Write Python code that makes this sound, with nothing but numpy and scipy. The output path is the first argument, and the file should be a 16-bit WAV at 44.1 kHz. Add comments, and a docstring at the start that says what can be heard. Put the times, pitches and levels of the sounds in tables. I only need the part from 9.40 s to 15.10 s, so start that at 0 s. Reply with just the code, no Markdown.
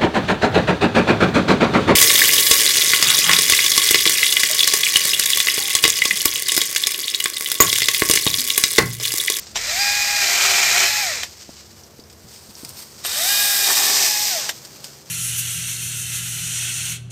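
"""Leaves rustle and a twig snaps in an orchard, over a low outdoor murmur and a far engine's hum.
A cordless pruning chainsaw clacks on, whines up, rattles, bites a branch, runs free and brakes to a stop.
In the gap come leaves, twigs, taps, a brushing bough and soft footfalls; a second run follows, then leaves
and twigs again. The saw is sine partials and link-timed scrapes that follow one motor pitch; the rest
is shaped noise, plus sines for hum and spring. Heard in mono on a phone."""
import sys
import numpy as np
from scipy import signal
from scipy.fft import rfft, irfft
from scipy.io import wavfile
from scipy.ndimage import uniform_filter1d

SR = 44100
rng = np.random.default_rng(int(sys.argv[2]) if len(sys.argv) > 2 else 0)


def unload_audio(sound):
    """Save the sound as a 16-bit wav file, at the path given as the first command line argument."""
    columns = np.transpose(np.atleast_2d(sound))
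    # keep every value between -1 and 1, then stretch to whole-number steps
    steps = np.round(np.clip(columns, -1, 1) * 32767)
    wavfile.write(sys.argv[1], SR, steps.astype(np.int16))


N = 251370
TIME = np.arange(N) / SR  # s
FREQS = np.maximum(np.fft.rfftfreq(N, 1 / SR), 1)  # Hz

# Spectrum of the outdoor murmur. Each row: frequency in Hz, level in dB.
AIR_COLOUR = [(20, -31), (35, -33), (55, -30), (75, -4), (130, -4), (200, -6), (300, -9), (480, -6.5),
              (850, -12.5), (2000, -20), (4000, -29.5)]
# Swell of the deepest murmur. Each row: time in seconds, lift in dB.
RUMBLE_SWELL = [(0, 8), (2.5, 6.5), (4.2, 2.5), (5.7, -6)]
# Hum of the far engine. Each row: frequency in Hz, level at the start in dB, level at the end in dB.
ENGINE_HUM = [(71, -53.5, -67), (84.5, -57.5, -72), (141, -67.5, -56.5), (216, -59.5, -61.5),
              (335, -62.5, -62), (396, -70, -59)]
# Foliage stirring. 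Each row: peak in seconds, level in dB, top octave against it in dB,
# rise in seconds, fall in seconds.
LEAF_SWELLS = [(.04, -42, -17, 0.29, 0.18), (1.87, -42, -12, 0.061, 0.19), (2.03, -41.5, -14, 0.058, 0.1),
               (2.181, -45, -21, .05, 0.12), (2.37, -47, -7, .03, 0.044), (2.94, -43.5, -8, 0.052, 0.083),
               (3.19, -46, -3, 0.15, .1), (3.39, -40, -2, 0.067, 0.073), (3.62, -43.5, -9, 0.15, 0.073),
               (5.15, -40.5, -7, 0.061, 0.21), (5.26, -44, -9, 0.048, 0.12), (5.47, -42.5, -8, 0.062, 0.07),
               (5.69, -45.5, -8, 0.15, .1)]
# Spectrum of leaves and snapping twigs. Each row: frequency in Hz, level in dB.
LEAF_COLOUR = [(500, -16.5), (1200, -6.5), (2500, -4.5), (3700, -3.5), (4900, 4), (6500, 1), (8300, -2.5),
               (10000, -32.5), (12700, -25.5), (15500, -31)]
# A bough brushing past close by. Each row: peak in seconds, level in dB, rise in seconds, fall in seconds.
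BOUGH_SWELLS = [(2.95, -45, 0.056, 0.18), (3.26, -41, 0.1, 0.18), (3.4, -43, .05, 0.082),
                (3.6, -50, .08, .05)]
# Spectrum of the brushing bough. Each row: frequency in Hz, level in dB.
BOUGH_COLOUR = [(300, -17), (900, 5), (2000, -7), (3400, -1), (5000, 5.5), (7000, -2), (8700, 7.5),
                (10200, -10), (12700, -8), (15500, -3)]
# Dry twigs snapping. Each row: start in seconds, level in dB, treble against the middle in dB,
# decay by 60 dB in seconds.
TWIG_SNAPS = [(.069, -36.5, -24, .062), (1.925, -46, -20, .017), (2.02, -46, -11, .056),
              (2.168, -41, -22, .03), (2.597, -48, -9, .04), (2.699, -43, -12, .08), (2.728, -51, 1, .049),
              (2.911, -43, -18, .03), (2.96, -42, -14, .04), (3.249, -32.5, -6, .045),
              (3.292, -40.5, 7, .025), (3.391, -38.5, 0, .032), (3.421, -38.5, 0.5, .05),
              (5.25, -38.5, -5, 0.087), (5.443, -29.5, -6, .055)]
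# Resonances of the twigs. Each row: centre in Hz, width in Hz, lift in dB.
TWIG_MODES = [(5070, 400, 5.5), (6100, 470, -6)]
# Hard little sticks tapping. Each row: start in seconds, level in dB, ring in Hz, decay by 60 dB in seconds.
STICK_TAPS = [(2.435, -36.5, 5700, 0.044), (2.599, -39, 4760, .04), (2.638, -41, 5100, 0.027),
              (3.153, -35, 5300, .035)]
# Feet on soft ground and knocks on wood. Each row: start in seconds, level in dB, pitch in Hz,
# decay by 60 dB in seconds.
FOOTFALLS = [(2.092, -29, 450, 0.023), (2.592, -28.5, 285, 0.015), (2.843, -41.5, 130, 0.18),
             (3.088, -37.5, 173, 0.095), (3.233, -32.5, 330, .03), (3.25, -43, 140, 0.49),
             (4.041, -38, 170.3, 0.083)]
# Trigger, chain jerk and brake. Each row: start in seconds, level in dB, decay by 60 dB in seconds,
# ring of the spring in dB.
CLACK_BLOWS = [(0.157, -17, 0.038, -48), (.164, -20.5, 0.015, -49), (0.172, -20, 0.011, -46),
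               (1.833, -19, 0.032, -42.5), (3.6493, -22, 0.035, -38), (3.657, -21.5, 0.011, -33),
               (3.663, -31, 0.015, -31), (5.092, -13.5, 0.029, -35)]
# Spectrum of the clacks. Each row: frequency in Hz, level in dB.
CLACK_COLOUR = [(150, -23), (450, -14.5), (730, -13), (1200, -6), (2000, -5.5), (3700, 0.5), (5200, -4),
                (7000, -5), (8700, -40), (10500, -14.5), (15000, -36)]
# Resonances of the clacking housing. Each row: centre in Hz, width in Hz, lift in dB.
CLACK_MODES = [(690, 460, 11.5), (1900, 440, 7.5), (3050, 190, 4.5), (3720, 260, 5.5), (5800, 290, 10),
               (7500, 180, 24), (9200, 220, -3)]
# Ringing tones of the spring. Each row: pitch in Hz, level against the ring in dB,
# decay by 60 dB in seconds.
SPRING_TONES = [(8860, 9, 0.047), (12800, 8.5, 0.091)]
# Pulls of the trigger. Each row: start in seconds, release in seconds, brake in seconds.
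TRIGGER_PULLS = [(.16, 1.612, 1.833), (3.648, 4.882, 5.093)]
# Whine pitch with the trigger held, sagging in the wood and overshooting as the cut ends; one list per run.
# Each row: time in seconds, pitch in Hz.
HELD_PITCH = [
    [(.42, 811.5), (.56, 821.4), (.78, 819), (.87, 797), (1.3, 807.7), (1.48, 850.3), (1.61, 834.4)],
    [(3.89, 810), (3.98, 821), (4.22, 811), (4.3, 804.5), (4.42, 826), (4.7, 842), (4.88, 834)],
]
# Which way the saw points. Each row: time in seconds, position counted from 0.
SAW_POSITION = [(2, 0), (3.5, 1), (4.15, 1), (4.55, 2)]
# Partials of the whine. Each row: multiple of the pitch, level in dB at full speed in each of the saw's
# three positions, surge in dB, change in the wood in dB, level in dB when well below full speed.
WHINE_PARTIALS = [(1, -35.5, -44, -41.5, 1.8, -6.5, -37), (2, -34, -33.5, -45, 4, -4, -38.5),
                  (2.5, -54, -54, -43, 1, 0, -43), (3, -31.5, -36, -42.5, 3.4, 2.5, -34.5),
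                  (3.5, -44, -41, -55, 2.7, -3, -43), (5, -41, -49, -49, 1, 4, -38),
                  (6, -34.5, -36.5, -33, 7.8, -5, -39)]
# Housing resonance the whine sweeps through. Each row: centre in Hz, width in Hz, lift in dB.
WHINE_MODES = [(669, 150, 9)]
# Chain rattle at full speed, one row per position. Each row: level in dB, top octave against it in dB,
# rise in the wood in dB.
CHAIN_LEVELS = [(-22.5, -11, 3.5), (-20.5, -2.5, 2), (-21.5, -7, 3.5)]
# Spectrum of the running chain, one list per position. Each row: frequency in Hz, level in dB.
CHAIN_COLOURS = [
    [(150, -18.5), (500, -20.5), (680, -8.5), (1100, -9.5), (1500, -6.5), (1950, 3.5), (2500, 1),
     (2950, -4.5), (4800, 2.5), (7400, 0.5), (8500, -5), (10000, -19), (12700, -10.5), (15500, -19)],
    [(150, -23), (500, -17), (720, -3.5), (1050, -12), (1400, -8), (1900, -8.5), (2900, -3.5), (4200, -0.5),
     (5200, 4), (6800, -1), (8400, 2.5), (10000, -17), (12400, -11.5), (15500, -18.5)],
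    [(150, -20.5), (480, -10.5), (720, -12.5), (1050, -4.5), (1400, -12), (1900, 0), (2900, 0), (4200, 4.5),
     (5200, 8), (6800, 5), (8400, 3.5), (10000, -17), (12800, -8), (15500, -16.5)],
]
# Resonances of bar and housing, one list per position. Each row: centre in Hz, width in Hz, lift in dB.
BAR_MODES = [
    [(655, 140, 5), (1353, 35, 8.5), (1870, 180, 2.5), (2370, 110, 5), (2630, 34, 1.5), (3586, 66, 4),
     (4010, 79, 7), (4480, 77, 0.5), (5300, 150, 2.5), (6470, 130, 1), (7400, 180, 0.5)],
    [(1182, 50, 9), (1780, 150, 9), (1963, 54, 11), (2430, 91, 7.5), (3080, 22, 9), (3730, 250, 9),
     (4530, 93, 2), (8350, 350, 1), (11700, 180, 3.5)],
    [(652, 35, 12), (813, 68.4, 14), (1695, 85, 6), (2520, 110, 2), (3760, 96, 1.5), (5200, 85, 4.5),
     (5860, 83, 5)],
]
# Teeth biting wood, one list per run. Each row: time in seconds, level in dB.
BITE_LEVELS = [
    [(.74, -48), (.82, -28), (.88, -27), (1.05, -18.5), (1.18, -22.5), (1.3, -21), (1.44, -19.5),
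     (1.48, -29), (1.54, -52)],
    [(4.15, -45), (4.25, -33.5), (4.3, -22), (4.35, -32), (4.39, -26), (4.47, -27), (4.54, -28),
     (4.66, -25.5), (4.72, -42.5), (4.8, -85)],
]
# Spectrum of each branch as the teeth shake it, one list per run. Each row: frequency in Hz, level in dB.
BRANCH_COLOURS = [
    [(100, -33), (280, -27.5), (550, -17), (720, -9.5), (1020, -13), (1400, -4.5), (1800, -16), (2250, -1),
     (2800, -10.5), (4000, -20), (7000, -8), (11000, -29)],
    [(100, -25.5), (280, -9.5), (520, -18), (760, 1), (1000, -7.5), (1300, -6), (1750, -7.5), (2300, -7.5),
     (2900, -26), (5200, -25), (8000, -1), (11000, -24)],
]
# Resonances of each branch with the bar in it, one list per run. Each row: centre in Hz, width in Hz,
# lift in dB.
BRANCH_MODES = [
    [(390, 29, 18.5), (706, 36, 12), (2240, 80, -2), (2390, 87, 4.5), (3090, 240, 12), (3800, 110, 10)],
    [(405, 62, 17), (825, 94, 3.5), (1134, 32, 12), (1782, 34, 18), (2670, 92, 8)],
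]

AIR_DB = -50.5
LEAF_FLOOR_DB, LEAF_FLOOR_TOP_DB = -53, -7  # the trees are never quite still
# the motor jumps to a starting pitch, then gains and loses speed at steady rates
KICK_HZ, SPIN_UP_HZ_PER_S, WIND_DOWN_HZ_PER_S = 361.1, 1830, 2120
FULL_HZ = 812  # whine pitch at full speed
SLOW_HZ = 55  # this far below full speed the drive runs slack
WHINE_DB_PER_OCTAVE = 17  # louder with speed
CHAIN_DB_PER_OCTAVE, CHAIN_TOP_DB_PER_OCTAVE = 7, 6  # louder and brighter with speed
CHAIN_SURGE_DB, SURGE_S = .6, .2  # whine and chain swell as full speed is reached, then settle
COAST_DB, COAST_S = -0.6, 0.13  # the chain slackens and quietens after the release
IN_WOOD_DB = 7.5  # within this of its hardest bite the bar counts as fully in the wood
TOP_HZ = 15480  # where the phone cuts the treble


def undb(db):
    """Decibels to gain."""
    return 10 ** (np.asarray(db) / 20)


def curves(rows):
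    """The columns of a table, joined by straight lines in time."""
    s, *columns = np.transpose(rows)
    return [np.interp(TIME, s, column) for column in columns]


def unit(x):
    """Scale to rms 1."""
    return x / np.sqrt(np.mean(x ** 2) + 1e-18)


def band(x, lo_hz, hi_hz):
    """Keep one band, with steep skirts."""
    low_cut = 1 + (lo_hz / FREQS) ** 24
    high_cut = 1 + (FREQS / hi_hz) ** 24
    return irfft(rfft(x) / low_cut / high_cut, N)


def lift(hz, modes):
    """How many dB a set of resonances adds at a frequency."""
    return sum(db / (1 + (2 * (hz - centre) / width) ** 2) for centre, width, db in modes)


def colour(x, points, modes=()):
    """Causal filter: a smooth spectrum with resonances standing on it."""
    hz, db = np.transpose(points)
    db = np.interp(np.log(FREQS), np.log(hz), db) + lift(FREQS, modes)
    # folding the cepstrum forward gives minimum phase: no ringing ahead of a hit
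    cepstrum = irfft(np.log(unit(undb(db))), N)
    cepstrum[1:N // 2] *= 2
    cepstrum[N // 2 + 1:] = 0
    return irfft(rfft(x) * np.exp(rfft(cepstrum)), N)


def walk(rate):
    """Smooth random drift of rms 1 that changes about rate times a second."""
    return unit(irfft(rfft(rng.standard_normal(N)) * np.exp(-(FREQS / rate) ** 2), N))


def grains(rate, spread_db):
    """Tiny impacts at random moments, about rate a second, of uneven size."""
    size = undb(spread_db * np.clip(rng.standard_normal(N), -2, 2))
    struck = rng.random(N) < rate / SR
    return unit(struck * size * rng.choice([-1, 1], N))


def fade(start, t60):
    """Exponential decay from a moment on, by 60 dB in t60 seconds."""
    return (TIME >= start) * undb(-60 * np.clip((TIME - start) / t60, 0, 3))


def swell(s, rise, fall):
    """Grows towards a moment and dies away after it."""
    return np.exp(-np.maximum((s - TIME) / rise, (TIME - s) / fall))


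def gate(first, last, lead, tail):
    """Open from first to last, with short ramps outside (all in seconds)."""
    return np.interp(TIME, [first - lead, first, last, last + tail], [0, 1, 1, 0])


def aimed(x, db, top_db):
    """Set the level of a hiss, evened over half a second, and of its top octave against it."""
    def strength(v):
        return np.sqrt(uniform_filter1d(v ** 2, size=SR // 2))
    body = band(x, 1, 9700) / strength(band(x, 2900, 9000))
    top = band(x, 9700, 20000)
    return undb(db) * (body + undb(top_db) * top / strength(top))


def distance():
    """Low outdoor murmur from filtered noise, and a far engine's hum from slightly wavering sines."""
    murmur = unit(colour(rng.standard_normal(N), AIR_COLOUR))
    air = undb(AIR_DB + 1.2 * walk(1.5)) * murmur
    rumble = band(air, 1, 100)
    out = air - rumble + rumble * undb(*curves(RUMBLE_SWELL))
    for hz, first_db, last_db in ENGINE_HUM:
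        phase = np.cumsum(hz * (1 + 0.00451 * walk(2.7))) / SR
        db = np.linspace(first_db, last_db, N) + 0.42 * walk(4.1)
        out = out + undb(db) * np.sqrt(2) * np.sin(2 * np.pi * phase)
    return out


def stirring():
    """Level of the rustle and of its top octave against it, in dB: the swells add up over a faint floor."""
    swells = [(undb(db) * swell(s, rise, fall), top_db) for s, db, top_db, rise, fall in LEAF_SWELLS]
    swells.append((undb(LEAF_FLOOR_DB), LEAF_FLOOR_TOP_DB))
    power = sum(gain ** 2 for gain, _ in swells)
    top_power = sum((gain * undb(top_db)) ** 2 for gain, top_db in swells)
    return 10 * np.log10(power), 10 * np.log10(top_power / power)


def rustle():
    """Leaves brush against each other in dense, unsteady crackles."""
    crackle = grains(4000, 1.6) * undb(1.75 * walk(28))
    level_db, top_db = stirring()
    return aimed(colour(crackle, LEAF_COLOUR), level_db, top_db)


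def brush():
    """Stiff leaves scrape close by, in coarser and sparser grains than the rustle."""
    gain = np.sqrt(sum((undb(db) * swell(s, rise, fall)) ** 2 for s, db, rise, fall in BOUGH_SWELLS))
    scrape = grains(2500, 2.7) * undb(1.6 * walk(30))
    return unit(colour(scrape, BOUGH_COLOUR)) * gain


def twigs(tick_t60=0.002, tick_db=3.0, settle_t60=0.24, settle_db=-22):
    """A twig breaks with a sharp tick, splinters, and the leaves around it settle."""
    crack = colour(rng.standard_normal(N), LEAF_COLOUR, TWIG_MODES)
    body = unit(band(crack, 1, 9000))
    treble = unit(band(crack, 9000, 20000))
    out = 0
    for s, db, treble_db, t60 in TWIG_SNAPS:
        tick = undb(tick_db) * fade(s, tick_t60)
        settling = undb(settle_db) * fade(s, settle_t60)
        shape = tick + fade(s, t60) + settling
        out = out + undb(db) * shape * (body + undb(treble_db) * treble)
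    return out


def stick_taps(width_hz=1100):
    """Short bright taps, each noise through one resonance, dying quickly."""
    out = 0
    for s, db, hz, t60 in STICK_TAPS:
        resonance = 1 + (2 * (FREQS - hz) / width_hz) ** 2
        ring = unit(irfft(rfft(rng.standard_normal(N)) / resonance, N))
        out = out + undb(db) * fade(s, t60) * ring
    return out


def footfalls():
    """Dull thuds, each noise in a broad low band with a decaying envelope."""
    out = 0
    for s, db, hz, t60 in FOOTFALLS:
        low_band = signal.butter(2, [hz / 1.8, hz * 1.32], "band", fs=SR, output="sos")
        thud = unit(signal.sosfilt(low_band, rng.standard_normal(N)))
        softened = uniform_filter1d(fade(s, t60), size=100)
        out = out + undb(db) * thud * softened
    return out


def clacks(tail_t60=0.15, tail_db=-15):
    """Sharp knocks in the housing as the drive starts and brakes; a small spring rings with them."""
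    blows, ring = 0, 0
    for s, db, t60, ring_db in CLACK_BLOWS:
        blows = blows + undb(db) * (fade(s, t60) + undb(tail_db) * fade(s, tail_t60))
        for hz, tone_db, tone_t60 in SPRING_TONES:
            tone = np.sin(2 * np.pi * hz * (TIME - s))
            ring = ring + undb(ring_db + tone_db) * fade(s, tone_t60) * tone
    return colour(blows * rng.standard_normal(N), CLACK_COLOUR, CLACK_MODES) + ring


def facing(values):
    """A quantity with one value for each position, as the saw turns."""
    position, = curves(SAW_POSITION)
    return np.interp(position, np.arange(len(values)), values)


def motor(run):
    """Whine pitch in Hz: a steady climb, the held speed, and a steady fall after the release."""
    start, release, _ = TRIGGER_PULLS[run]
    held, = curves(HELD_PITCH[run])
    climb = KICK_HZ + SPIN_UP_HZ_PER_S * (TIME - start)
    fall = held - WIND_DOWN_HZ_PER_S * np.maximum(TIME - release, 0)
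    return np.maximum(np.minimum(climb, fall), KICK_HZ / 2)


def whine(phase, hz, in_wood, surge, flutter_db=2.6, slack=0.02, loose=.9):
    """Motor and gear tones; play in the drive shakes their phase, most while it is below full speed."""
    play = slack + loose * np.clip(1 - hz / FULL_HZ, 0, .3)  # radians
    angle = 2 * np.pi * phase + play * walk(200)
    slow = np.clip((FULL_HZ - hz) / SLOW_HZ, 0, 1) ** 2
    tones = 0
    for multiple, *position_dbs, surge_db, wood_db, slow_db in WHINE_PARTIALS:
        full_db = facing(position_dbs) + surge_db * surge + wood_db * in_wood
        speed_db = WHINE_DB_PER_OCTAVE * np.log2(hz / FULL_HZ) + lift(multiple * hz, WHINE_MODES)
        db = (1 - slow) * full_db + slow * slow_db + speed_db + flutter_db * walk(20)
        tones = tones + undb(db) * np.sin(multiple * angle + rng.uniform(0, 2 * np.pi))
    return np.sqrt(2) * tones


def link_hits(phase, scatter_db, ring):
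    """A link strikes every second whine cycle, early or late, with its own force, and scrapes briefly."""
    link = np.abs(phase / 2 + .2 * walk(200))
    forces = undb(scatter_db * np.clip(rng.standard_normal(N // 10), -2, 2))
    force = forces[link.astype(int)]
    decay = np.exp(-(link % 1) / ring)  # ring counts in link spacings
    return unit(force * decay * grains(26000, 4.4))


def laps(x, phase, share=0.4, lap_cycles=44):
    """The same links come round again after one lap of the chain, so part of the rattle repeats."""
    return x + share * sum(np.interp(phase - lap * lap_cycles, phase, x) for lap in (1, 2))


def radiated(x):
    """The rattle's colour turns with the saw from one position to the next."""
    position, = curves(SAW_POSITION)
    out = 0
    for k, (points, modes) in enumerate(zip(CHAIN_COLOURS, BAR_MODES)):
        share = np.clip(1 - np.abs(position - k), 0, 1)
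        out = out + share * colour(x, points, modes)
    return out


def chain(run, phase, hz, load, in_wood, surge):
    """Links rattle along the bar, louder and brighter with speed, unsteady under load."""
    links = laps(link_hits(phase, scatter_db=0.86, ring=1.65), phase)
    rattle = radiated(links * undb(1.0 * load * walk(46)))
    free_db, top_db, wood_db = (facing(column) for column in np.transpose(CHAIN_LEVELS))
    octaves = np.log2(hz / FULL_HZ)
    release = TRIGGER_PULLS[run][1]
    coasting = np.clip((TIME - release) / COAST_S, 0, 1)
    db = free_db + CHAIN_DB_PER_OCTAVE * octaves + CHAIN_SURGE_DB * surge
    db = db + wood_db * in_wood + COAST_DB * coasting
    return aimed(rattle, db, top_db + CHAIN_TOP_DB_PER_OCTAVE * octaves)


def cut(run, phase, bite_db):
    """Teeth chatter and snatch at the wood, and the branch resonates."""
    snatch = undb(4.0 * np.tanh(walk(110)))
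    chatter = snatch * link_hits(phase, scatter_db=2.5, ring=0.91)
    wood = unit(colour(chatter, BRANCH_COLOURS[run], BRANCH_MODES[run]))
    first, last = BITE_LEVELS[run][0][0], BITE_LEVELS[run][-1][0]
    return wood * undb(bite_db) * gate(first, last, 0.04, .02)


def saw(run):
    """One run: whine, chain rattle and cutting teeth all follow the motor's turning."""
    start, _, brake = TRIGGER_PULLS[run]
    hz = motor(run)
    bite_db, = curves(BITE_LEVELS[run])
    load = undb(bite_db - bite_db.max())
    in_wood = np.minimum(load * undb(IN_WOOD_DB), 1)
    # the teeth snatch at the wood, so the speed wavers under load
    phase = np.cumsum(hz * (1 + .014 * load * walk(35))) / SR  # whine cycles
    full_speed_s = start + (FULL_HZ - KICK_HZ) / SPIN_UP_HZ_PER_S
    surge = swell(full_speed_s, SURGE_S / 2, SURGE_S)
    drive = whine(phase, hz, in_wood, surge) + chain(run, phase, hz, load, in_wood, surge)
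    return drive * gate(start, brake, 0.016, 0.048) + cut(run, phase, bite_db)


def scene():
    """Everything reaches one microphone, so both channels are the same."""
    orchard = distance() + rustle() + brush() + twigs() + stick_taps() + footfalls()
    mono = orchard + clacks() + sum(saw(run) for run in range(len(TRIGGER_PULLS)))
    return np.array([mono, mono])


def record(dry):
    """The phone rounds the very highest peaks and cuts the top."""
    rounded = dry / (1 + (dry / .8) ** 6) ** (1 / 6)
    return signal.sosfilt(signal.ellip(10, .2, 80, TOP_HZ, fs=SR, output="sos"), rounded)


dry = scene()
out = record(dry)
unload_audio(out)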